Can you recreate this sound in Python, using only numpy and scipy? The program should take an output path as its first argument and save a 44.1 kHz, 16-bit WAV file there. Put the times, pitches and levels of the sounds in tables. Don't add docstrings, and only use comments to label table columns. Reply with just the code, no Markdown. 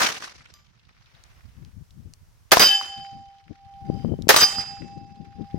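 import sys
import numpy as np
from scipy import signal
from scipy.fft import rfft, irfft
from scipy.io import wavfile
from scipy.ndimage import uniform_filter1d

SR = 44100
rng = np.random.default_rng(int(sys.argv[2]) if len(sys.argv) > 2 else 0)


def log_audio(samples):
    frames = np.atleast_2d(samples).T
    limited = np.clip(frames, -1, 1)
    pcm = np.round(limited * 32767).astype(np.int16)
    wavfile.write(sys.argv[1], SR, pcm)


N = 246078
TIME = np.arange(N) / SR


def amp(db):
    return 10 ** (np.asarray(db) / 20)


def unit_rms(x):
    return x / np.sqrt(np.mean(x ** 2) + 1e-20)


def curves(rows, t):
    times, *columns = np.transpose(rows)
    return [np.interp(t, times, column) for column in columns]


def seconds(length):
    return np.arange(int(length * SR)) / SR


def panned(db):
    return unit_rms(amp([[db / 2], [-db / 2]]))


def add(mix, start, sound):
    at = round(start * SR)
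    sound = sound[:, max(-at, 0):]
    part = mix[:, max(at, 0):][:, :sound.shape[1]]
    part += sound[:, :part.shape[1]]


def white_pair(n, likeness):
    left, other = rng.standard_normal((2, n))
    return np.array([left, likeness * left + np.sqrt(1 - likeness ** 2) * other])


def noise(n, colour, likeness):
    hz, db = np.transpose(colour)
    spectrum_db = np.interp(np.log(np.fft.rfftfreq(n, 1 / SR) + 1), np.log(hz + 1), db)
    return unit_rms(irfft(rfft(white_pair(n, likeness)) * amp(spectrum_db), n))


def wobble(t, top_hz):
    rates = top_hz * np.geomspace(.2, 1, 8)[:, None, None]
    coarse = t[::64]
    slow = np.sin(2 * np.pi * (rates * coarse + rng.random((8, 2, 1)))).sum(0)
    return unit_rms(np.array([np.interp(t, coarse, port) for port in slow]))


def swell(t, rise_s, hold_s, fall_db):
    return np.minimum(t / rise_s, 1) * amp(-fall_db * np.log10(np.maximum(t / hold_s, 1)))


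def burst(db, hz, t60, skirt_db, likeness):
    t = np.arange(8192) / SR
    colour = [(hz / 8, 2 * skirt_db), (hz / 1.3, 0), (hz * 1.3, 0),
              (hz * 3, skirt_db), (hz * 20, 2 * skirt_db)]
    return amp(db - 60 * t / t60) * noise(len(t), colour, likeness)


# frequency in Hz, relative level in dB.
CRACK_SPECTRUM = [(60, -31), (200, -10.5), (2000, -2), (4500, -2), (6200, -3), (7900, -10), (14700, -7.5),
                  (16000, -22.5)]
BOOM_SPECTRUM = [(30, -39), (70, -20), (250, -12), (520, 2), (1200, -4), (1700, -1.5), (3000, -13.5),
                 (5500, -10), (7300, -25.5), (16000, -22.5)]
def muzzle_blast(crack_db=1, crack_t60=.11, boom_db=.2):
    t = np.arange(12000) / SR
    crack = noise(len(t), CRACK_SPECTRUM, likeness=.1) * amp(crack_db - 60 * t / crack_t60)
    boom = noise(len(t), BOOM_SPECTRUM, likeness=.16) * amp(boom_db)
    boom *= swell(t, rise_s=.0047, hold_s=.018, fall_db=55)
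    return (crack + boom) * np.minimum(t / .001, 1)


# frequency in Hz, relative level in dB.
BRUSH_SPECTRUM = [(30, -43), (70, -10), (250, -2), (650, 0.5), (1200, 3.5), (2000, 4.5), (3400, 1.5),
                  (5900, 3.5), (7300, -5.5), (16000, -13.5)]
# delay in seconds, relative level in dB, rise and t60 in seconds.
TREE_BELT_WASHES = [(.285, -35, 0.029, 0.18), (0.601, -66, 0.26, 2.5), (.92, -65, 0.057, 2.4)]
def field_scatter(brush_db=-22, patchy_db=2, flutter_db=2.5, air_loss_db_per_s=20):
    t = seconds(1.8)
    hz, times, bands = signal.stft(noise(len(t), BRUSH_SPECTRUM, likeness=.067), SR, nperseg=256)
    patches = uniform_filter1d(rng.standard_normal(bands.shape[1:]), size=10, axis=0)
    patches = unit_rms(uniform_filter1d(patches, size=4, axis=1))
    flutter = unit_rms(uniform_filter1d(rng.standard_normal(len(times)), size=3))
    lumps = unit_rms(amp(patchy_db * patches + flutter_db * flutter))
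    air_gain = amp(-air_loss_db_per_s * times * (hz[:, None] / 10000) ** 2)
    scatter = signal.istft(bands * lumps * air_gain, SR, nperseg=256)[1][:, :len(t)]
    near = amp(brush_db) * swell(t, rise_s=.04, hold_s=.12, fall_db=53.5)
    far = [np.clip((t - delay) / rise, 0, 1) * amp(db - 60 * np.maximum(t - delay - rise, 0) / t60)
           for delay, db, rise, t60 in TREE_BELT_WASHES]
    return scatter * np.linalg.norm([near, *far], axis=0)


# start in seconds, blast gain in dB, scatter gain in dB.
REVOLVER_SHOTS = [(-0.072, -6.5, 1.5), (2.517, -8, 1.5), (4.2893, -7, 1.5)]
# delay in seconds, level in dB, centre in Hz, t60 in seconds.
SINGLE_ECHOES = [(.0535, -5, 750, .028), (.078, -20.5, 1200, 0.26), (.086, -19.5, 556.4, 0.044),
                 (.141, -20, 3003, 0.014), (0.2953, -25.5, 1150, 0.017), (.348, -37, 1020, 0.039),
                 (0.479, -49.5, 1600, 0.073), (0.531, -40.5, 1980, .025), (0.867, -56.5, 3280, 0.034),
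                 (.923, -60, 3500, .055), (0.963, -51, 1850, 0.031), (1.039, -57, 1820, 0.023),
                 (1.131, -61, 3230, 0.038), (1.222, -62, 2847, 0.029), (1.479, -64, 1620, 0.023)]
def revolver():
    out = np.zeros((2, N))
    for start, blast_db, scatter_db in REVOLVER_SHOTS:
        shot = amp(scatter_db) * field_scatter()
        add(shot, 0, amp(blast_db) * muzzle_blast())
        for delay, db, hz, t60 in SINGLE_ECHOES:
            add(shot, delay, burst(db, hz, t60, skirt_db=-31, likeness=.067))
        add(out, start, shot)
    return out


# time in seconds, left and right strength in dB.
BREEZE = [(0, -62.5, -65.5), (.5, -60, -58), (.95, -65.5, -57.5), (1.15, -65.5, -72.5), (1.47, -73.5, -61),
          (1.62, -66.5, -70.5), (2.03, -65, -69.5), (2.2, -69.5, -67.5), (2.5, -73.5, -69.5),
          (2.95, -58.5, -68.5), (3.4, -59.5, -78), (3.76, -57.5, -72.5), (3.92, -41.5, -63),
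          (4.2, -48, -59.5), (4.65, -46, -63.5), (4.95, -39, -68.5), (5.3, -48, -69), (5.57, -58.5, -62.5)]
# peak time in seconds, strength in dB, length in seconds.
LEFT_GUSTS = [(0.402, -51.5, 0.043), (1.607, -50.5, .07), (1.681, -55, 0.031), (1.781, -52.5, 0.062),
              (1.997, -50.5, 0.055), (2.074, -49.5, .04), (2.996, -44.5, .05), (3.175, -42.5, 0.083),
              (3.515, -37, .04), (3.918, -39, .07), (4.11, -37, .09), (4.589, -38.5, .05),
              (4.842, -36.5, .06), (5.243, -37.5, 0.061), (5.403, -35, 0.054), (5.565, -39, .05)]
def wind_strength(t, lee_db=-27):
    gusts = sum(amp(db) * np.exp(-2 * ((t - peak) / length) ** 2) for peak, db, length in LEFT_GUSTS)
    return 20 * np.log10(np.hypot(amp(curves(BREEZE, t)), amp([[0], [lee_db]]) * gusts))


def wind(gain_db=-1, lumpy_db=4, low_hz=50, high_hz=150, db_per_octave=20):
    hz, times, bands = signal.stft(white_pair(N, likeness=0), SR, nperseg=1024, noverlap=768)
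    hz = hz[:, None]
    strength_db = wind_strength(times)
    level_db = np.array([np.interp(TIME, times, port) for port in strength_db])
    level_db += gain_db + lumpy_db * wobble(TIME, top_hz=26)
    speed = 2 ** ((strength_db[:, None] + 50) / db_per_octave)
    low_cut = (hz / np.hypot(hz, low_hz * np.maximum(speed, 1) ** .92)) ** 2
    shape = low_cut / np.hypot(1, (hz / (high_hz * speed)) ** 3.28)
    shape /= np.linalg.norm(shape, axis=1, keepdims=True)
    rumble = signal.istft(bands * shape, SR, nperseg=1024, noverlap=768)[1][:, :N]
    return amp(level_db) * unit_rms(rumble)


# frequency in Hz, relative level in dB.
AIR_SPECTRUM = [(30, 3.5), (200, -1.5), (500, 0), (900, 1.5), (2500, -4.5), (4000, -6.5), (5800, -3.5),
                (7500, -8.5), (16000, -12)]
def open_air(level_db=-80):
    return amp(level_db) * noise(N, AIR_SPECTRUM, likeness=.16)


# mode in Hz, relative level in dB, t60 in seconds.
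PING_MODES = [(1179, -8, 0.41), (3080, -16.5, 0.58), (4900, -3.5, 0.24), (5071, -11, 0.31), (6100, -6, 0.2),
              (7130, -16, 0.51), (12300, -22, 0.38), (13100, -15, 0.25)]
def fragment_ping(gain_db=-51.5):
    t = seconds(.94)
    ping = sum(amp(db - 60 * t / t60) * np.sin(2 * np.pi * hz * t) for hz, db, t60 in PING_MODES)
    return amp(gain_db) * panned(0) * ping


# start in seconds, level in dB, centre in Hz, t60 in seconds.
METAL_CLICKS = [(0.5396, -38.5, 4500, 0.0095), (1.2382, -52.5, 5000, 0.0094), (1.649, -60, 4000, 0.008),
                (1.907, -65, 4000, 0.02), (2.1367, -51.5, 5600, 0.0082), (2.511, -44.5, 3500, 0.016),
                (2.512, -45.5, 4000, 0.01), (2.5955, -12, 5500, 0.016), (4.222, -50, 4600, 0.01),
                (4.2835, -35, 4500, 0.011), (4.3631, -7.5, 4450, 0.013)]
def metal_clicks():
    out = np.zeros((2, N))
    for start, db, hz, t60 in METAL_CLICKS:
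        add(out, start, burst(db, hz, t60, skirt_db=-24.5, likeness=.53))
    return out


def shimmer(partial_db=-36, t60=.36, spread_db=4, waver_db=4):
    t = seconds(.55)
    out = np.zeros((2, len(t)))
    for place, size in rng.random((26, 2)):
        hz = 6500 + 9000 * place
        db = partial_db + spread_db * (2 * size - 1) + waver_db * wobble(t, top_hz=25)
        out += amp(db - 60 * t / t60) * np.sin(2 * np.pi * (hz * t + rng.random((2, 1))))
    return out


def plate(modes, twist, swells, gain_db, waver_db=3, port_lag_s=.00003, edge_on_gain=.11):
    t = seconds(2)
    struck = twist[0][0]
    half_turns, = curves(twist, t + struck)
    mid_db, high_db = curves(swells, t + struck)
    port_time = t - np.array([[0], [port_lag_s]])
    family_hz = [3200, 4800, 5100, 7000]
    out = np.zeros((2, len(t)))
    for k, (hz, db, t60, pan_db) in enumerate(modes):
        mid = np.interp(hz, family_hz, [1, 0, 0, 0])
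        high = np.interp(hz, family_hz, [0, 1, 1, 0])
        narrow = np.interp(hz, family_hz, [.8, .9, .9, 1.6])
        beam = amp(mid * mid_db + high * high_db + narrow * waver_db * wobble(t, top_hz=28))
        phase = 2 * np.pi * (hz * port_time + rng.random())
        if k == 0:
            tone = np.sin(np.pi * half_turns) * np.sin(phase) + edge_on_gain * np.cos(phase)
        else:
            tone = beam * np.sin(phase)
        out += panned(pan_db) * amp(gain_db + db - 60 * t / t60) * tone
    add(out, 0, shimmer())
    return out


# mode in Hz, relative level in dB, t60 in seconds, left over right in dB.
FIRST_MODES = [(791, -29.5, 3.8, -3), (1674, -33, .7, 0), (2638, -29, .6, 0), (3033, -23, .72, 0),
               (3080, -15, .72, 3), (3748, -23, .25, 0), (3851, -26, .35, 0), (4841, -14, .64, -7),
               (4884, -29, .6, -3), (5037, -21, .7, -6), (5937, -23, .4, 0), (6031, -22, .4, 0),
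               (7120, -33, .75, 0), (7700, -30, .45, 0), (8457, -38, .7, 0), (11520, -35, .5, 0),
               (14700, -21, .15, 0)]
SECOND_MODES = [(797, -31, 3.5, -3), (1175, -25, .4, 0), (2649, -40, 1.5, 0), (3047, -33, .65, 0),
                (3106, -27, .62, 1), (3800, -23, .25, 0), (4905, -17, .88, -5), (4921, -47, 2.6, -3),
                (5060, -31, .65, -3), (6068, -18, .4, 0), (6578, -36, .6, 0), (7160, -32, .75, 0),
                (7779, -31, .62, 0), (9022, -32, .4, 0), (10450, -36, .45, 0)]
# time in seconds, angle in half turns.
FIRST_TURNS = [(2.595, -.3), (2.66, 0), (2.865, 1), (2.92, 1.22), (3.17, 1.68), (3.5, 2), (3.68, 2.3),
               (3.88, 2.58), (4.08, 3)]
SECOND_TURNS = [(4.3635, -.3), (4.385, 0), (4.505, 1), (4.825, 3), (4.93, 3.45), (5.07, 3.78), (5.57, 3.68)]
# time in seconds, gain in dB of the modes up to about 3 kHz, then of those near 5 kHz.
FIRST_SWELLS = [(2.595, -12, -2), (2.66, 2, 11), (2.72, 12, -1), (2.76, 10, 2), (2.83, -6, -1),
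                (2.89, 3, -7), (3.02, 8, 6), (3.13, -4, 1), (3.3, 7, 4)]
SECOND_SWELLS = [(4.3635, -1, 3), (4.395, 0, -2), (4.44, 3, 14), (4.48, 3, 0), (4.53, -1, -7),
                 (4.595, 2, 9), (4.645, -2, -7), (4.715, 1, 6), (4.75, -1, -8), (5.57, 0, -3)]
def hanging_plates():
    out = np.zeros((2, N))
    add(out, FIRST_TURNS[0][0], plate(FIRST_MODES, FIRST_TURNS, FIRST_SWELLS, gain_db=-.5))
    add(out, SECOND_TURNS[0][0], plate(SECOND_MODES, SECOND_TURNS, SECOND_SWELLS, gain_db=-.35))
    return out


# start in seconds, level in dB, hold in seconds.
LEAD_SPLASHES = [(2.5964, -14.5, 0.041), (2.652, -25, 0.019), (4.361, -13.5, 0.0061), (4.413, -18, 0.023)]
# frequency in Hz, relative level in dB.
SPLASH_SPECTRUM = [(30, -35.5), (90, -2), (300, 0), (1200, 1), (2200, 0.5), (4000, -1), (6000, -6),
                   (7500, -21.5), (15000, -9)]
def lead_splashes(t60=.057):
    t = np.arange(16384) / SR
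    out = np.zeros((2, N))
    for start, db, hold in LEAD_SPLASHES:
        envelope = amp(db - 60 * np.maximum(t - hold, 0) / t60)
        add(out, start, envelope * noise(len(t), SPLASH_SPECTRUM, likeness=.2))
    return out


def brush_echo(steel, wet_db=-26, low_cut_hz=1800):
    response = signal.sosfilt(signal.butter(4, low_cut_hz, "high", fs=SR, output="sos"), field_scatter())
    response *= amp(wet_db) / np.linalg.norm(response[0])
    return signal.fftconvolve(steel, response, axes=1)[:, :N]


# time in seconds, level in dB, half width in seconds, left over right in dB.
PORT_EDDIES = [(3.51, -31, 0.00052, 32), (3.9006, -18, 0.00053, 70), (4.0482, -26.5, 0.00037, 52.5),
               (4.109, -42, 0.00064, 31), (4.121, -26.5, 0.00057, 42), (4.1397, -27, 0.00049, 43),
               (4.19, -32.5, 0.00056, 37), (4.213, -35.5, 0.00076, 39), (4.272, -27, 0.00048, 33),
               (5.383, -49, 0.00057, 24.5), (5.545, -21.5, 0.00066, 40)]
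def eddies():
    t = np.arange(-1000, 1000) / SR
    out = np.zeros((2, N))
    for centre, db, width, pan_db in PORT_EDDIES:
        thump = t / width / np.cosh(t / width)
        add(out, centre + t[0], amp(db) * panned(pan_db) * thump)
    return out


def tree_line(steel, trees_db=-56, delay_s=1.25, depth_s=.16, dull_hz=6500, count=8):
    dull = signal.sosfilt(signal.butter(2, dull_hz, fs=SR, output="sos"), steel)
    dull *= amp(trees_db) / np.sqrt(count)
    out = np.zeros((2, N))
    for delay in np.linspace(delay_s, delay_s + depth_s, count):
        add(out, delay, dull * wobble(TIME, top_hz=70))
    return out


def scene():
    steel = hanging_plates() + lead_splashes()
    add(steel, start=.539, sound=fragment_ping())
    downrange = steel + brush_echo(steel) + tree_line(steel)
    return downrange + wind() + eddies() + open_air() + revolver() + metal_clicks()


def record(dry, lift_db=14, loud_db=-21, hold_s=.82, recover_db_per_s=35, low_hz=25, edge_hz=16200):
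    power = uniform_filter1d((dry ** 2).mean(0), size=200, origin=70)
    power_db = 10 * np.log10(abs(power) + 1e-12)
    last_loud = np.maximum.accumulate(np.where(power_db > loud_db, TIME, 0))
    gain_db = np.clip((TIME - last_loud - hold_s) * recover_db_per_s, 0, lift_db)
    low_cut = signal.sosfilt(signal.butter(2, low_hz, "high", fs=SR, output="sos"), dry)
    lifted = low_cut * amp(uniform_filter1d(gain_db, size=40))
    clipped = lifted / (1 + lifted ** 8) ** (1 / 8)
    band_limit = signal.firwin(511, edge_hz, window=("kaiser", 9), fs=SR)
    return signal.oaconvolve(clipped, band_limit[None], "same")


dry = scene()
out = record(dry)
log_audio(out)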